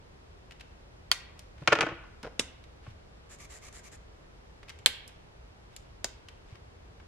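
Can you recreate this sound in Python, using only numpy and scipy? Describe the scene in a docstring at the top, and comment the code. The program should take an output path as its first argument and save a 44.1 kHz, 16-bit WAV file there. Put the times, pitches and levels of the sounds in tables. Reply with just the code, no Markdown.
"""Fingers tick on a plastic felt-tip pen, over the low rumble of a small quiet room.
Its cap snaps shut and the pen clatters down, making the desk ring. A second pen is picked up
and uncapped, scribbles a zigzag as its tip rubs the paper of a notebook, and is capped again.
A third is uncapped. In between, fingers tick and a hand lands softly, close to a stereo camera."""
import sys
import numpy as np
from scipy import signal
from scipy.fft import rfft, irfft
from scipy.io import wavfile
from scipy.ndimage import uniform_filter1d

SR = 44100
rng = np.random.default_rng(int(sys.argv[2]) if len(sys.argv) > 2 else 0)


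def dump_mix(stems):
    """Bounce the given channels to the path in sys.argv[1] as a 16-bit WAV at rate SR."""
    frames = np.atleast_2d(stems).T  # one column per channel
    limited = np.clip(frames, -1, 1)  # hard clip at full scale
    pcm = np.round(limited * 32767).astype(np.int16)
    wavfile.write(sys.argv[1], SR, pcm)


N = 311787
TAPS = 16384  # samples used to work out how an object rings
HZ = np.fft.rfftfreq(TAPS, 1 / SR)

# stereo width of sound scattered around the desk: (frequency [Hz], side against middle [dB])
NEAR_WIDTH = [(100, -25.5), (450, -21.5), (1300, -9.5), (2400, -5.5), (4400, 2.5), (12000, 3)]
# tone colour of a pen's plastic barrel: (frequency [Hz], level [dB])
BARREL_COLOUR = [(150, -16), (500, -13), (1200, -0.5), (2500, 7), (5000, 1.5), (8000, -6), (12000, -13),
                 (16000, -32.5)]
# tone colour of a knock on the desk: (frequency [Hz], level [dB])
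DESK_COLOUR = [(53, -42), (90, -5), (245, -12.5), (329, 1), (382, -10), (450, -2), (1460, -4), (5940, -25),
               (14500, -61)]


def amp(db):
    """Turns decibels into a gain."""
    return 10 ** (np.asarray(db) / 20)


def unit(x):
    """Scales a sound to an average power of 1."""
    return x / np.sqrt(np.mean(x ** 2) + 1e-20)


def unit_hit(x):
    """Scales a stereo hit to the energy of 10 ms at power 1."""
    return x / np.sqrt((x ** 2).sum() / 2 / (SR / 100))


def read(points, hz):
    """Looks up a table's value at any frequency, on a scale of octaves."""
    known_hz, value = np.transpose(points)
    return np.interp(np.log(hz + 1), np.log(known_hz + 1), value)


def add(mix, s, sound):
    """Mixes a sound in at s seconds."""
    part = mix[:, round(s * SR):][:, :sound.shape[1]]
    part += sound[:, :part.shape[1]]


def pan(left_db):
    """Two gains that make the left side left_db louder than the right."""
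    return amp([[left_db / 2], [-left_db / 2]])


def dull(x, above_hz):
    """Softens the treble."""
    return signal.lfilter(*signal.butter(2, above_hz, fs=SR), x)


def wide_noise(size, width):
    """White stereo noise, narrow in the bass and wide in the treble."""
    middle, side = rfft(rng.standard_normal((2, size)))
    spread = amp(read(width, np.fft.rfftfreq(size, 1 / SR)))
    return irfft([middle + spread * side, middle - spread * side] / np.sqrt(1 + spread ** 2), size)


def body(colour, resonances=(), tilt_db=0):
    """How an object answers one sharp tap: a broad colour, with peaks where it rings."""
    power = amp(read(colour, HZ)) ** 2
    for hz, width, db in resonances:
        power += amp(db) ** 2 / (1 + ((HZ - hz) / width) ** 2) ** 2
    octaves = np.log2(np.clip(HZ, 300, 9000) / 1000)
    gain = np.sqrt(power) * amp(tilt_db * octaves)
    log_gain = np.log(np.r_[gain, gain[-2:0:-1]] + 1e-6)
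    spectrum = np.exp(np.conj(signal.hilbert(log_gain)))  # nothing sounds before the tap
    return np.fft.ifft(spectrum).real[:TAPS // 2] * np.hanning(TAPS)[TAPS // 2:]


def through(x, response):
    """Gives a sound an object's colour at about the same power."""
    return signal.fftconvolve(x, response[None] / np.linalg.norm(response), axes=1)


def strike(response, rattle_db, rattle_t60):
    """A sharp contact, then rattles and near echoes that fade by 60 dB in rattle_t60 seconds."""
    t = np.arange(TAPS // 4) / SR
    contact = dull(wide_noise(len(t), NEAR_WIDTH), above_hz=13000) * amp(-60 * t / rattle_t60)
    contact *= amp(rattle_db) / np.linalg.norm(contact[0])
    contact[:, 0] += 1  # the first click
    # keep the rattle's fine ripples but leave the broad colour to the object
    margin = TAPS // 64
    spectrum = rfft(np.roll(contact, margin, axis=1), TAPS // 2)
    spectrum /= np.sqrt(uniform_filter1d((abs(spectrum) ** 2).mean(0), size=80))
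    sound = signal.fftconvolve(irfft(spectrum)[:, :len(t)], response[None], axes=1)
    return unit_hit(sound[:, margin - 2:])


def ringing(tones):
    """Short tones die away, a little out of step at the two microphones."""
    t, out = np.arange(TAPS) / SR, np.zeros((2, TAPS))
    rise = 1 - np.exp(-t / 0.0003)
    for hz, t60, db in tones:
        lead = min(hz / 4000, 1) * np.pi / 4 * rng.choice([-1, 1])  # up to a quarter cycle apart
        tone = np.sin(2 * np.pi * hz * t + [[lead], [-lead]])
        out += amp(db) * unit_hit(tone * amp(-60 * t / t60) * rise)
    return out


def building_rumble():
    """The building rumbles low and steady, with a faint hiss."""
    # tone colour of the rumble: (frequency [Hz], level [dB])
    colour = [(12, -41.5), (20, -12), (55, -4), (79, -6.5), (107, -11.5), (270, -21), (399, -17.5),
              (1090, -24.5), (5230, -37.5), (12100, -53.5), (16000, -82.5)]
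    # stereo width of sound from all around: (frequency [Hz], side against middle [dB])
    width = [(60, -30.5), (110, -13), (200, -1.5), (1300, 4)]
    gain = amp(read(colour, np.fft.rfftfreq(N, 1 / SR)))
    return amp(-52.5) * unit(irfft(rfft(wide_noise(N, width)) * gain, N))


def fingers():
    """Fingers and caps tick and slide on the barrels; the hand cuts the plastic's ring short."""
    # light taps: (time [s], level [dB], brightness [dB per octave], pitch [Hz])
    ticks = [(0.510, -52, -3, 2680), (0.521, -53.5, -2, 2900), (0.6095, -49, -2, 2690),
             (1.3928, -50.5, 6, 5360), (2.2302, -49.5, 1.5, 5150), (2.261, -57, -11, 5230),
             (2.64, -59, -1.5, 3720), (4.631, -53, -5.5, 1970), (4.6945, -47.5, 1.5, 2130),
             (4.789, -56.5, -1, 7100), (5.0781, -52.5, 14, 5400), (5.7639, -46, 5.5, 7240),
             (6.2863, -49.5, -1, 3060)]
    # slides along a barrel: (start [s], end [s], level [dB])
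    slides = [(0.595, 0.612, -55), (1.365, 1.416, -65.5), (4.678, 4.713, -49), (5.071, 5.105, -62),
              (5.689, 5.78, -67.5)]
    out = np.zeros((2, N))
    for s, db, tilt_db, hz in ticks:
        t60 = 0.044 * (2000 / hz) ** 1.7  # higher tones die sooner
        add(out, s, ringing([(hz, t60, db - 6.5)]))
        barrel = body(BARREL_COLOUR, tilt_db=tilt_db)
        add(out, s, amp(db) * strike(barrel, rattle_db=2.5, rattle_t60=0.034))
    for start, end, db in slides:
        add(out, start, amp(db) * rub(end - start))
    return out


def friction(seconds, grain_db):
    """Surfaces catch and let go at random, under uneven pressure, as a stroke speeds up and slows."""
    size = round(seconds * SR)
    fast, slow = rng.standard_normal((2, size))
    catches_db = grain_db * unit(uniform_filter1d(fast, size=10))
    pressure_db = 1.4 * unit(uniform_filter1d(slow, size=400))
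    speed = abs(signal.windows.tukey(size, 0.61)) ** 0.51
    return unit(wide_noise(size, NEAR_WIDTH) * amp(catches_db + pressure_db) * speed)


def rub(seconds):
    """Skin or plastic slides briefly over a barrel or the page."""
    return through(friction(seconds, grain_db=8), body(BARREL_COLOUR, tilt_db=-3))


def caps():
    """A cap's rim jumps a ridge and strikes again at once; short tones follow the harder click."""
    # caps going on, off, on, off:
    # (time [s], level [dB], wait for second click [s], its level change [dB], rattle [dB])
    snaps = [(1.1153, -24, 0.0014, -3, 7.5), (2.3938, -39, 0.002, 12, -0.5),
             (4.8605, -21.5, .00115, -1.5, 6.5), (6.0442, -31, 0.0019, -3, 0)]
    # tone colour of each snap's crack: (frequency [Hz], level [dB])
    first_shut = [(120, -44), (330, -21), (850, -9), (1500, -4.5), (2700, -3), (3700, -5.5), (5400, -5),
                  (7800, -12.5), (10200, -12), (14500, -28.5)]
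    second_open = [(59, -23), (100, -3.5), (467, 1), (760, -8.5), (3590, -3.5), (4520, -7.5), (5600, -3),
                   (8800, -6), (12800, -23.5), (14500, -41)]
    second_shut = [(71, -46), (120, -15.5), (480, -10), (1050, -9), (3000, -1), (4400, -1.5), (5700, -12.5),
                   (9000, -13), (11400, -10.5), (14500, -36)]
    third_open = [(88, -42.5), (150, -7.5), (693, 0), (1150, -8.5), (1840, -8), (6620, -2), (14500, -26.5)]
    # tones heard in each snap: (pitch [Hz], time to fade by 60 dB [s], level [dB])
    first_shut_tones = [(1440, 0.017, -33), (3184, 0.012, -21.5), (4530, .011, -23)]
    second_open_tones = [(462, 0.025, -38.5), (2820, 0.0071, -31.5), (3570, 0.0066, -31),
                         (5060, 0.0076, -35)]
    second_shut_tones = [(877, 0.033, -36), (1725, 0.013, -38.5), (2440, .022, -26.5), (3480, 0.0068, -21),
                         (4140, 0.011, -23), (7450, .006, -22)]
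    third_open_tones = [(374, 0.052, -42), (670, 0.014, -37), (1880, 0.015, -42), (4840, 0.0098, -39),
                        (6650, 0.026, -35.5)]
    sounds = [(first_shut, first_shut_tones), (second_open, second_open_tones),
              (second_shut, second_shut_tones), (third_open, third_open_tones)]
    cracks, rings = np.zeros((2, 2, N))
    for (s, db, wait, change_db, rattle_db), (colour, tones) in zip(snaps, sounds):
        shell = body(colour)
        add(cracks, s, amp(db) * strike(shell, rattle_db, rattle_t60=0.0085))
        add(cracks, s + wait, amp(db + change_db) * strike(shell, rattle_db, rattle_t60=0.071))
        add(rings, s + wait if change_db > 0 else s, ringing(tones))
    return cracks, rings


def hand():
    """The soft heel of the hand lands with a low thump while its skin brushes the surface."""
    # landings on notebook and desk: (time [s], level [dB], pitch [Hz])
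    thumps = [(1.616, -38.5, 144), (2.878, -36, 104), (6.525, -37.5, 92.6)]
    out, t = np.zeros((2, N)), np.arange(TAPS // 2) / SR
    peak_s, brush_lead_s = 0.0049, 0.054
    swell = t / peak_s * np.exp(1 - t / peak_s)
    for s, db, hz in thumps:
        thump = swell * np.sin(2 * np.pi * hz * t)
        add(out, s, amp(db) * thump[None])
        add(out, s - brush_lead_s, amp(-63.5) * rub(seconds=0.11))
    return out


def desk_knocks():
    """Knocks of a pen or the hand ring the desk; two quick, softer, duller bounces follow each."""
    # a knock of pen or hand on desk or notebook: (time [s], level [dB], brightness [dB per octave])
    knocks = [(1.622, -49, -5), (1.6754, -18.5, 5), (1.7202, -28, -1), (1.7236, -17.5, 0),
              (1.7289, -21, 4.5), (1.7533, -29.5, 3.5), (1.7881, -27, 1), (1.8085, -22.5, 5.5),
              (1.820, -30.5, 2.5), (1.828, -26.5, 0), (1.8667, -33, -0.5), (1.889, -38.5, 0),
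              (1.917, -40.5, -4.5), (2.866, -52.5, -0.5), (6.553, -59, 3), (7.0, -57, 3)]
    # where the desk rings: (pitch [Hz], width [Hz], level [dB])
    desk_ring = [(127, 11, -3.5), (181, 25, -6), (340, 14, -1), (451, 26, 3), (574, 90, -6), (660, 24, 1),
                 (1085, 33, 2), (1260, 23.6, 0.5), (1414, 170, -1), (1740, 45, -2.5), (1900, 30, -4.5),
                 (2240, 31, -2.5), (2470, 200, -7), (2940, 270, -11)]
    bounce_s, bounce_db, bounce_tilt_db = 0.0034, -5, -3.5
    out = np.zeros((2, N))
    for s, db, tilt_db in knocks:
        gaps = bounce_s * (1 + 0.4 * rng.uniform(-1, 1, 2))
        # each knock lands on another spot and favours other tones
        spot = [(hz, width, level + 2.5 * rng.uniform(-0.95, 1)) for hz, width, level in desk_ring]
        for bounce, delay in enumerate(np.r_[0, np.cumsum(gaps)]):
            board = body(DESK_COLOUR, spot, tilt_db + bounce * bounce_tilt_db)
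            knock = strike(board, rattle_db=3, rattle_t60=0.033)
            add(out, s + delay, amp(db + bounce * bounce_db) * knock)
    return out * pan(left_db=0.7)


def pen_rocking():
    """A lying pen rocks from edge to edge in light hollow taps, each with its own pitch."""
    # taps as a pen settles or is picked up: (time [s], level [dB], pitch [Hz])
    rocks = [(2.040, -56, 1063), (2.234, -45, 222), (2.2435, -48, 1440), (2.2475, -44, 505),
             (2.254, -46, 623), (2.2666, -45.5, 452), (2.274, -47, 650)]
    out, ring_t60 = np.zeros((2, N)), 0.042
    for s, db, hz in rocks:
        add(out, s, amp(db) * strike(body(DESK_COLOUR), rattle_db=2, rattle_t60=0.033))
        add(out, s, ringing([(hz, ring_t60, db)]))
    return out


def paper_grit(seconds):
    """Single paper fibres snap free under the tip, most often in mid-stroke."""
    size = round(seconds * SR)
    peak_snaps_per_s, spread_db = 500, 14
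    chance, strength, side = rng.random((size, 3)).T
    speed = np.sin(np.pi * np.arange(size) / size)
    snaps = (chance < speed * peak_snaps_per_s / SR) * amp(spread_db * strength)
    return unit(snaps * np.array([np.cos(np.pi * side), np.sin(np.pi * side)]))


def scribble():
    """The felt tip hisses brightly when pushed up the page and rasps lower when dragged back."""
    # corners of the zigzag, where the tip turns round: (time [s])
    corners = [3.28, 3.374, 3.479, 3.602, 3.712, 3.82, 3.903, 3.977]
    # the up stroke, then the down stroke: (share of pushing [0 to 1], level change [dB])
    directions = [(1, 0.15), (0.14, -0.7)]
    # tone colour of the pushed and the dragged tip: (frequency [Hz], level [dB])
    push_colour = [(410, -1), (700, 2), (756, -5.5), (1490, -2), (1740, 3.5), (3060, -6), (7220, -2.5),
                   (11200, -10.5), (15000, -34)]
    drag_colour = [(410, -41), (700, -22), (1180, 1.5), (1450, -20), (2250, -7), (4380, -9), (6520, -5.5),
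                   (12500, -17), (15000, -38)]
    # where the pushed and the dragged tip ring: (pitch [Hz], width [Hz], level [dB])
    push_ring = [(2250, 210, -13), (7180, 560, 4)]
    drag_ring = [(2220, 250, 2.5), (6170, 410, -2)]
    pushed, dragged = body(push_colour, push_ring), body(drag_colour, drag_ring)
    rest_s, typical_stroke_s = 0.019, 0.12
    out = np.zeros((2, N))
    for stroke, (corner, next_corner) in enumerate(zip(corners, corners[1:])):
        start, seconds = corner + rest_s / 2, next_corner - corner - rest_s
        push_share, change_db = directions[stroke % 2]
        # longer strokes are faster and so louder
        db = -52.5 + change_db + 3 * np.log2(seconds / typical_stroke_s)
        add(out, start, amp(db - 6) * through(paper_grit(seconds), pushed))
        for share, tip in ((push_share, pushed), (1 - push_share, dragged)):
            hiss = through(friction(seconds, grain_db=0), tip)
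            add(out, start, amp(db) * np.sqrt(share) * hiss)
    return out


def first_echoes(x):
    """Surfaces around the desk throw each sound back with less treble."""
    # one echo per surface: (delay [s], level [dB], left against right [dB])
    echoes = [(0.0068, -18, 4.5), (0.0081, -21.5, -4)]
    out, soft = np.zeros((2, N)), dull(x, above_hz=7500)
    for delay, db, left_db in echoes:
        add(out, delay, amp(db) * pan(left_db) * soft)
    return out


def room_tail(x):
    """Sound lingers in the small room, each frequency dying at its own speed."""
    # how long the room rings: (frequency [Hz], time to fade by 60 dB [s])
    fade_times = [(150, 1), (500, 0.4), (1400, 0.67), (3000, 0.62), (7000, 0.26), (14000, .24)]
    # how strongly the room answers: (frequency [Hz], level [dB])
    levels = [(150, -16), (500, -14.5), (1400, -13), (3000, -13), (4500, -16.5), (7000, -16.5),
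              (14000, -21)]
    hz, t, bands = signal.stft(wide_noise(SR * 3 // 4, NEAR_WIDTH), SR, nperseg=256)
    decay = amp(-60 * t / read(fade_times, hz)[:, None])
    decay *= 1 - np.exp(-t / 0.01)  # the echoes take a moment to build up
    energy = (decay ** 2).sum(1, keepdims=True) * SR * t[1]
    decay *= amp(read(levels, hz))[:, None] / np.sqrt(energy)
    tail = signal.istft(bands * decay, SR, nperseg=256)[1]
    return signal.fftconvolve(x, tail, axes=1)[:, :N]


def scene():
    """Pens, hand and paper, each sending its own share into the room."""
    cracks, rings = caps()
    handling = fingers() + hand()
    strokes = scribble()
    knocks = desk_knocks() + pen_rocking()
    direct = cracks + rings + handling + strokes + knocks
    into_room = (amp(2) * cracks + amp(-8) * rings + amp(5) * handling
                 + amp(3) * strokes + amp(1.95) * knocks)
    return direct + first_echoes(direct) + room_tail(into_room) + building_rumble()


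def record(dry):
    """The highest treble, above about 16 kHz, is cut off."""
    low_pass = signal.firwin(255, cutoff=15900, window=("kaiser", 9), fs=SR)
    return signal.oaconvolve(dry, low_pass[None], "same")


dry = scene()
out = record(dry)
dump_mix(out)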